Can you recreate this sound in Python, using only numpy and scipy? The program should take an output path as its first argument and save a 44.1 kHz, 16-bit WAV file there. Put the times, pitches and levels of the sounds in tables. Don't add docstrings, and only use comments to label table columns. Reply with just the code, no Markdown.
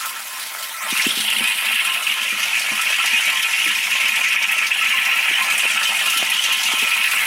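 import sys
import numpy as np
from scipy import signal
from scipy.fft import rfft, irfft
from scipy.io import wavfile
from scipy.ndimage import uniform_filter1d, minimum_filter1d

SR = 44100
rng = np.random.default_rng(int(sys.argv[2]) if len(sys.argv) > 2 else 0)


def put_to_file(sound):
    columns = np.atleast_2d(sound).T
    safe = np.clip(columns, -1, 1)
    whole_steps = np.round(safe * 32767)
    wavfile.write(sys.argv[1], SR, whole_steps.astype(np.int16))


N = 320166
TIME = np.arange(N) / SR


def gain_of(db):
    return 10 ** (np.asarray(db) / 20)


def evened(x):
    return x / np.sqrt(np.mean(x ** 2) + 1e-20)


def read(points, hz):
    f, value = np.transpose(points)
    return np.interp(np.log(hz + 1), np.log(f + 1), value)


def follow(rows, t):
    s, *columns = np.transpose(rows)
    return [np.interp(t, s, c) for c in columns]


def latest(rows, t):
    s, _, value = np.transpose(rows)
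    index = np.searchsorted(np.sort(s), t, "right") - 1
    return value[np.maximum(index, 0)]


def add_at(out, s, sound):
    part = out[round(s * SR):][:len(sound)]
    part += sound[:len(part)]


def coloured(x, db_at, size=16384):
    log_gain = np.log(gain_of(db_at(abs(np.fft.fftfreq(size, 1 / SR)))))
    spectrum = np.exp(np.conj(signal.hilbert(log_gain)))
    taps = np.fft.ifft(spectrum).real[:size // 2]
    return signal.oaconvolve(x, taps)[:N]


def clicks(per_s, spread_db):
    chance = rng.random(N) * SR / per_s
    at = np.flatnonzero(chance < 1)
    size_db = spread_db * np.minimum(-np.log(chance[at] + 1e-9), 4)
    out = np.zeros(N)
    out[at] = gain_of(size_db) * (-1.) ** at
    return out


def clumps(per_s, spread_db, fade_s, steady):
    t = np.arange(SR // 5) / SR
    power = signal.oaconvolve(clicks(per_s, spread_db) ** 2, np.exp(-2 * t / fade_s))[:N]
    return evened(np.sqrt(abs(power) / power.mean() + abs(steady)))


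def bursts(rows, rise_s, fade_s):
    strikes, t = np.zeros(N), np.arange(SR // 3) / SR
    for s, db, *_ in rows:
        strikes[round(s * SR):][:1] += gain_of(db)
    return signal.oaconvolve(strikes, (1 - np.exp(-t / rise_s)) * np.exp(-t / fade_s))[:N]


def drift(per_s):
    spectrum = rfft(rng.standard_normal(N)) * np.exp(-(np.fft.rfftfreq(N, 1 / SR) / per_s) ** 2)
    return evened(irfft(spectrum, N))


def patches(shape, size):
    across_hz = uniform_filter1d(rng.standard_normal(shape), size[0], axis=0)
    spots = uniform_filter1d(across_hz, size[1], axis=1)
    return np.clip(evened(spots), -2, 2)


MEDIAN_LUMPS_PER_S, LUMP_UNEVEN, LUMP_SPREAD_DB = 11.5, 0.277, 3


def lumps(count=130):
    gap, weight = rng.standard_normal((count, 2)).T
    landing_s = np.cumsum(np.exp(LUMP_UNEVEN * gap)) / MEDIAN_LUMPS_PER_S
    return np.transpose([landing_s, LUMP_SPREAD_DB * np.clip(weight, -2, 2)])


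def throb(landings, depth, rise_s, fade_s):
    return evened(1 + depth * bursts(landings, rise_s, fade_s))


# (centre [Hz], width [Hz], gain [dB])
TANK_MODES = [(223.4, 21, 14), (802, 74, 7.5), (856, 28.5, -17), (903.8, 40, 14), (977, 19, 5.5),
              (1050.6, 31, 14.5), (1201, 13, 10.5), (1274, 18, 9), (1328.5, 32, 15.5), (1423, 14, 10.5),
              (1547, 21, 6), (1692, 15, 9.5), (1749, 38, 12.5), (1772, 21, -19), (1895, 50, 7.5),
              (1987, 27, 6.5), (2035, 40, 1.5), (2070, 24, -7), (2156, 64, 6.5), (2288, 34, 7.5),
              (2307, 24, -11), (2376, 22, -4.5), (2478, 80, 5.5), (2620, 26, -3.5), (2690, 50, 2),
              (2837, 36, 3.5), (3070, 14, 7.5), (3285, 36, 6)]


def tank(x):
    return coloured(x, lambda hz: sum(db / (1 + (2 * (hz - f) / width) ** 2) for f, width, db in TANK_MODES))


def rebounds(x, strength=0.13, sway=0.019, count=6):
    delays_s = np.geomspace(.0013, .009, count)
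    swaying = sway * drift(per_s=0.84)
    echoes = [np.interp(TIME - s * (1 + (-1) ** k * swaying), TIME, x) for k, s in enumerate(delays_s)]
    return x + strength * sum(echoes)


# (time [s], first hollow [Hz], echo strength [0-1])
ECHO_HOLLOW = [(0.68, 2000, 0.04), (0.73, 2500, 0.6), (0.77, 3200, 0.2), (0.8, 4050, 0.7),
               (0.83, 5070, 0.8), (0.865, 6540, 0.7), (0.92, 7480, 0.3)]


def wall_echo(x):
    hollow_hz, strength = follow(ECHO_HOLLOW, TIME)
    dulled = uniform_filter1d(x, size=3)
    echo = np.interp(TIME - 1 / hollow_hz, TIME, dulled)
    return (x - strength * echo) / np.hypot(1, strength)


# (time [s], bubble cloud [dB], spray [dB], sloshing [dB])
POUR_LEVELS = [(0.0, -30.5, -31, -31), (0.13, -39, -32.5, -35), (0.72, -41, -32, -38),
               (0.82, -33.5, -31, -35), (0.95, -25.5, -25.5, -31.5), (1.3, -23, -26, -35),
               (1.75, -22.5, -27.5, -34.5), (2.2, -23.5, -30, -34), (2.6, -23, -29.5, -34),
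               (3.05, -19, -28.5, -32.5), (3.75, -22, -29, -34), (4.1, -21.5, -30, -32),
               (4.5, -21, -32.5, -34.5), (5.25, -19.5, -30, -31), (5.55, -19, -30, -30),
               (6.1, -22, -26.5, -32.5), (6.3, -22, -29.5, -33.5), (6.8, -22.5, -27.5, -32),
               (7.26, -20, -26.5, -30)]


def heave(landings, heave_db=-55, hz=215, width_hz=70):
    def mode_db(f):
        return np.maximum(-20 * np.log10(1 + (2 * (f - hz) / width_hz) ** 2), -80)

    hum = coloured(rng.standard_normal(N), mode_db)
    surge = bursts(landings, rise_s=0.027, fade_s=0.029) * gain_of(follow(POUR_LEVELS, TIME)[0])
    return gain_of(heave_db) * evened(hum * surge)


# (frequency [Hz], gain [dB])
SLOSH_COLOUR = [(25, -31), (60, -18), (110, -34), (190, -15.5), (300, -12), (450, -9), (620, 1), (900, -1),
                (1400, 3), (1900, 1.5), (2600, -3.5), (4500, -41.5)]


def slosh(slosh_db=1.36, wash=0.4, roam_db=3.0, roam_above_hz=700, lull_db=2.5):
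    _, _, level_db = follow(POUR_LEVELS, TIME)
    plops = evened(clicks(per_s=1300, spread_db=3.0)) + wash * rng.standard_normal(N)
    plops *= np.minimum(clumps(per_s=82, spread_db=2.0, fade_s=0.013, steady=0.8), 2)
    hz, t, z = signal.stft(plops, SR, nperseg=512, noverlap=384)
    hz = hz[:, None]
    bouts = np.interp(t, TIME, drift(per_s=24)) - .5
    z *= gain_of(lull_db * np.exp(-((hz - 480) / 260) ** 2) * bouts)
    z *= gain_of(roam_db * np.minimum(hz / roam_above_hz, 1) * patches(z.shape, size=(3, 30)))
    plops = signal.istft(z, nperseg=512, noverlap=384)[1][:N]
    plops = coloured(plops, lambda f: read(SLOSH_COLOUR, f))
    return gain_of(level_db + slosh_db) * evened(tank(plops))


# (time [s], level [dB], pitch [Hz])
BLOOP_EVENTS = [(0.056, -21, 1308), (0.743, -21, 1325), (0.805, -23, 1055), (0.822, -21, 1256),
                (1.846, -18.5, 1354), (2.994, -14.5, 1346), (4.811, -13, 1316), (4.935, -15.5, 1058),
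                (5.138, -14, 1353), (5.414, -14, 1040), (5.4818, -15, 1330), (6.009, -14, 1745),
                (6.068, -15, 1342), (6.135, -13, 1345)]


def bloops(bloop_db=-6, rise_s=0.0025, fade_s=0.03, wobble_rad=0.54, wobble_per_s=70):
    jostle = wobble_rad * drift(wobble_per_s)
    out = np.zeros(N)
    for s, db, hz in BLOOP_EVENTS:
        out += bursts([(s, db)], rise_s, fade_s) * np.sin(2 * np.pi * hz * (TIME - s) + jostle)
    return gain_of(bloop_db) * out


# (time [s], nominal level [dB], settled pitch [Hz], ring t60 [s], churn re level [dB])
GULP_EVENTS = [(0.923, -21, 216, 0.021, -15), (1.0645, -10.5, 222, 0.017, -17), (1.171, -28, 217, 0.03, -2),
               (1.192, -32, 215.5, 0.2, -5), (1.362, -35, 215, 0.12, -3), (1.403, -29.5, 225, 0.17, 1),
               (2.323, -35.5, 206, 0.17, 1), (2.713, -32, 211, 0.2, 0.5), (3.125, -36.5, 225, 0.12, -4),
               (3.660, -35.5, 302, 0.2, -3), (5.309, -30, 295, 0.014, -14),
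               (5.652, -25.5, 376, 0.0061, -19), (6.1605, -34, 260, 0.02, -14),
               (6.224, -18.5, 443, 0.009, -22), (6.734, -25.5, 245, 0.012, -13),
               (6.824, -34.5, 300, 0.03, 7)]


def gulps(gulp_db=0.0, sag=0.81, sag_s=0.0027, rise_s=0.0022, churn_s=0.026, rough=0.19,
          lowest_hz=130, churn_low_hz=125, churn_high_hz=500):
    out, t = np.zeros(N), np.arange(SR // 4) / SR
    low = signal.butter(2, [churn_low_hz, churn_high_hz], "band", fs=SR, output="sos")
    no_rumble = signal.butter(3, lowest_hz, "high", fs=SR, output="sos")
    for s, db, hz, t60_s, churn_db in GULP_EVENTS:
        turns = np.cumsum(hz * (1 + sag * np.exp(-t / sag_s))) / SR
        level = (1 - np.exp(-(t / (2 * rise_s)) ** 2)) * gain_of(-60 * t / t60_s)
        flutter = 1 + rough * evened(uniform_filter1d(rng.standard_normal(len(t)), size=220))
        ring = level / level.max() * flutter * np.sin(2 * np.pi * turns)
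        blup = signal.sosfilt(no_rumble, ring)
        churn = signal.sosfilt(low, rng.standard_normal(len(t)) * np.exp(-t / churn_s))
        add_at(out, s, gain_of(db + gulp_db) * (blup + gain_of(churn_db) * churn / abs(churn).max()))
    return out


# (time [s], peak [dB])
MIC_DROP = (6.2285, -0.23)


def stray_drop(tick_s=0.00028):
    s, db = MIC_DROP
    age = np.maximum(TIME - s, 0) / tick_s
    return gain_of(db) * (age > 0) * (1 - age) * np.exp(-age)


# (time [s], level [dB], treble tilt about 7500 Hz [dB/octave])
SLAP_EVENTS = [(0.055, -24, 3), (0.624, -24, -1), (0.909, -22.5, -17), (0.974, -25, 0), (1.019, -21, -17),
               (1.068, -21, 2), (1.204, -13, -3), (2.428, -23, -1), (2.593, -23, 4), (2.812, -21, 2),
               (3.058, -16, -2), (3.424, -22.5, 1), (4.424, -24.5, -7), (4.514, -24.3, 15),
               (4.666, -23.5, -8), (5.422, -20, -3), (5.5, -22.5, 1), (5.579, -23.5, 12), (5.83, -21, -8),
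               (6.099, -16.5, 1), (6.172, -20, 2), (6.299, -21, 5), (6.438, -21, -5), (6.522, -21.5, 7),
               (6.632, -19, -3.2), (7.113, -22, -0.4)]
# (time [s], level [dB])
DROP_EVENTS = [(0.9093, -13), (0.9737, -13), (1.2035, -9.5), (1.3014, -8), (1.4394, -10), (1.4994, -15),
               (1.6094, -15), (2.138, -17), (3.058, -10), (3.3009, -11), (4.1984, -18), (4.4248, -19),
               (4.6703, -20), (5.5792, -15), (6.6328, -11)]
# (frequency [Hz], gain [dB])
SPRAY_COLOUR = [(400, -42), (1500, -6.5), (2800, 2), (4000, -1), (4700, -2.5), (5800, 0.5), (7200, -1),
                (9000, -1), (10800, -1), (12500, -4.5), (14000, -5.5), (15800, -11)]
# (frequency [Hz], gain [dB])
WALL_COLOUR = [(1500, 0), (2800, 0.4), (4000, 4), (5500, 0), (9000, -2.5), (12000, 0), (15000, 2)]
# (time [s], share [0-1])
WALL_SHARE = [(0.75, 0.34), (0.95, 0.011)]
# (time [s], gain around 6200 Hz [dB], slope above 10500 Hz [dB per 3800 Hz])
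SPRAY_TREBLE = [(0.0, -1.5, 2.5), (0.7, -2.5, 2), (1.0, -1.5, -1.5), (1.35, -7.5, -3), (1.9, -7, -1),
                (2.3, 2, -3.5), (4.6, 2.5, -2.5), (5.15, 0, 1), (5.6, 2.5, -3), (6.05, -0.5, -1.5),
                (6.65, 4, -2.5), (7.26, -4.5, 0)]
# (time [s], gain [dB])
TREBLE_RIDGE = [(4.3, 0.5), (4.8, 2), (5.4, 2.5), (5.6, 9), (5.9, 0.5)]


def spray(landings, slap_db=1.8, drop_db=-3.5, spray_db=2.0, patchy_db=2.14, broad_db=0.8, mist=0.82):
    steady = gain_of(follow(POUR_LEVELS, TIME)[1] + spray_db)
    steady *= clumps(per_s=40, spread_db=1.5, fade_s=0.013, steady=4.5)
    steady *= throb(landings, depth=0.76, rise_s=0.0018, fade_s=0.014)
    slap = gain_of(slap_db) * bursts(SLAP_EVENTS, rise_s=0.0011, fade_s=0.02)
    crack = gain_of(drop_db) * bursts(DROP_EVENTS, rise_s=0.00047, fade_s=0.0036)
    level = np.sqrt(steady ** 2 + slap ** 2 + crack ** 2)
    drops = rebounds(evened(clicks(per_s=4500, spread_db=2.0)) + mist * rng.standard_normal(N))
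    hz, t, z = signal.stft(drops, SR, nperseg=256, noverlap=192)
    hz = hz[:, None]
    coarse_db, fine_db = follow(SPRAY_TREBLE, t)
    field_db = read(SPRAY_COLOUR, hz) + read(WALL_COLOUR, hz) * follow(WALL_SHARE, t)[0]
    field_db += coarse_db * np.exp(-((hz - 6200) / 1500) ** 2)
    field_db += fine_db * np.clip((hz - 10500) / 3800, 0, None)
    field_db += follow(TREBLE_RIDGE, t)[0] * np.exp(-((hz - 8450) / 650) ** 2)
    tilt_db = latest(SLAP_EVENTS, t) * np.interp(t, TIME, slap / level) ** 2
    field_db += tilt_db * np.clip(np.log2((hz + 1) / 7500), -.5, .5)
    field_db += patchy_db * patches(z.shape, size=(4, 20)) + broad_db * patches(z.shape, size=(24, 36))
    hiss = signal.istft(z * gain_of(field_db), SR, nperseg=256, noverlap=192)[1][:N]
    return evened(hiss) * level


def bubble(hz, cycles, chirp):
    turns = hz * np.arange(SR // 16) / SR
    age = turns / cycles
    ring = (1 - np.exp(-4 * age)) * np.exp(-age) * np.sin(2 * np.pi * turns * (1 + chirp * age / 2))
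    return ring / np.linalg.norm(ring)


# (time [s], level [dB], bubble ring [Hz])
PLUNGE_EVENTS = [(0.962, -15.5, 2570), (0.993, -11, 2220), (1.044, -14, 2800), (1.276, -10, 2790),
                 (1.361, -13.5, 2750), (1.435, -15, 2500), (1.679, -10.5, 2650), (1.723, -15, 2620),
                 (1.754, -14, 2750), (1.786, -12, 2620), (2.065, -7, 2610), (2.254, -15.0, 2640),
                 (2.427, -11.4, 2600), (2.525, -15, 2510), (3.068, -10.5, 2164), (3.184, -16, 2490),
                 (3.284, -11.5, 2570), (3.528, -12, 2640), (3.613, -11, 2760), (3.695, -11.8, 2700),
                 (3.914, -11, 2580), (3.949, -13, 2670), (4.005, -13.5, 2570), (4.052, -11, 2580),
                 (4.161, -9.5, 2670), (4.242, -8, 2290), (4.312, -13, 2450), (4.36, -4.5, 2510),
                 (4.437, -7, 2485), (4.519, -11, 2560), (4.622, -13, 2430), (4.708, -7.5, 2590),
                 (4.823, -11, 2540), (4.974, -15, 2540), (5.056, -19, 2780), (5.183, -8.5, 2600),
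                 (5.278, -6, 2320), (5.331, -10, 2740), (5.379, -13, 2450), (5.497, -11, 2430),
                 (5.597, -19, 2770), (5.77, -13, 2520), (5.985, -18, 2630), (6.319, -9, 2920),
                 (6.387, -13, 3030), (6.448, -10, 2720), (6.821, -12, 2570), (6.912, -9.5, 2540),
                 (7.008, -6, 2580), (7.039, -8, 2570), (7.185, -12, 2570)]


def lead_bubbles(lead_db=-5, cycles=16, chirp=0.02, lag_s=0.004):
    out = np.zeros(N)
    for s, db, hz in PLUNGE_EVENTS:
        ping = bubble(hz, cycles, chirp)
        add_at(out, s + lag_s, gain_of(db + lead_db) * ping / abs(ping).max())
    return out


# (time [s], dip [dB])
JET_BREAKS = [(1.56, -9), (2.755, -5.5), (3.10, -3), (4.115, -4.5), (4.40, -2.5), (4.475, -6), (4.697, -9),
              (5.755, -3.5), (6.412, -4), (7.1, -7)]


def breaks(length_s=0.014):
    return gain_of(sum(db * np.exp(-((TIME - s) / length_s) ** 2) for s, db in JET_BREAKS))


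# (ring [Hz], gain [dB])
BUBBLE_SIZES = [(1400, -20.5), (1800, -9), (2150, -3.5), (2500, 3), (2850, 1.5), (3200, -6), (3600, -12.5),
                (4300, -28.5)]
TYPICAL_HZ = 2553
# (time [s], ring [Hz])
TYPICAL_RING = [(0, 2450), (0.8, 2190), (1.0, 2380), (1.12, 3100), (1.25, 2920), (1.42, 2580), (2.1, 2640),
                (2.7, 2523), (5.4, 2470), (6.15, 2670), (6.4, 2680), (6.75, 2750), (6.9, 2410)]


def bubble_cloud(landings, cycles=8.46, chirp=.015, plunge_db=-3.5, cloud_db=0.44, gurgle=0.023,
                 gurgle_per_s=22, count=30):
    steady = gain_of(follow(POUR_LEVELS, TIME)[0] + cloud_db)
    steady *= clumps(per_s=170, spread_db=1.65, fade_s=0.016, steady=1.0)
    steady *= throb(landings, depth=0.34, rise_s=0.0023, fade_s=0.018) * breaks()
    plunge = gain_of(plunge_db) * bursts(PLUNGE_EVENTS, rise_s=0.0047, fade_s=0.019)
    level = np.hypot(steady, plunge)
    ring_hz = follow(TYPICAL_RING, TIME)[0] * np.exp(gurgle * drift(gurgle_per_s))
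    ring_hz += (plunge / level) ** 2 * (latest(PLUNGE_EVENTS, TIME) - ring_hz)
    cloud = np.zeros(N)
    for hz in np.geomspace(1300, 4500, count):
        brief = evened(clicks(per_s=100, spread_db=2.6))
        clear = .65 * evened(clicks(per_s=10, spread_db=2.8))
        for births, ring in (brief, bubble(hz, cycles, chirp)), (clear, bubble(hz, 4 * cycles, chirp / 2)):
            at = np.flatnonzero(births)
            sizes = np.zeros(N)
            sizes[at] = births[at] * gain_of(read(BUBBLE_SIZES, hz * TYPICAL_HZ / ring_hz[at]))
            cloud += signal.oaconvolve(sizes, ring)[:N]
    return evened(tank(cloud)) * level


def scene():
    landings = lumps()
    no_bass = signal.butter(3, 450, "high", fs=SR, output="sos")
    splash = signal.sosfilt(no_bass, bubble_cloud(landings) + lead_bubbles() + spray(landings))
    mix = wall_echo(splash) + slosh() + heave(landings) + bloops() + gulps() + stray_drop()
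    return mix[None]


EDGE_HZ = 15850


def record(dry, ceiling_db=-7.0, recover_db_per_s=130):
    thin = signal.sosfilt(signal.butter(2, 105, "high", fs=SR, output="sos"), dry)
    over_db = np.maximum(20 * np.log10(abs(thin[0]) + 1e-9) - ceiling_db, 0)
    recovery_db = recover_db_per_s * TIME
    duck_db = recovery_db - np.maximum.accumulate(over_db + recovery_db)
    smooth_db = uniform_filter1d(minimum_filter1d(duck_db, size=89), size=89)
    band_limit = signal.firwin(801, EDGE_HZ, window=("kaiser", 9), fs=SR)
    return signal.oaconvolve(thin * gain_of(smooth_db), band_limit[None], "same")


dry = scene()
out = record(dry)
put_to_file(out)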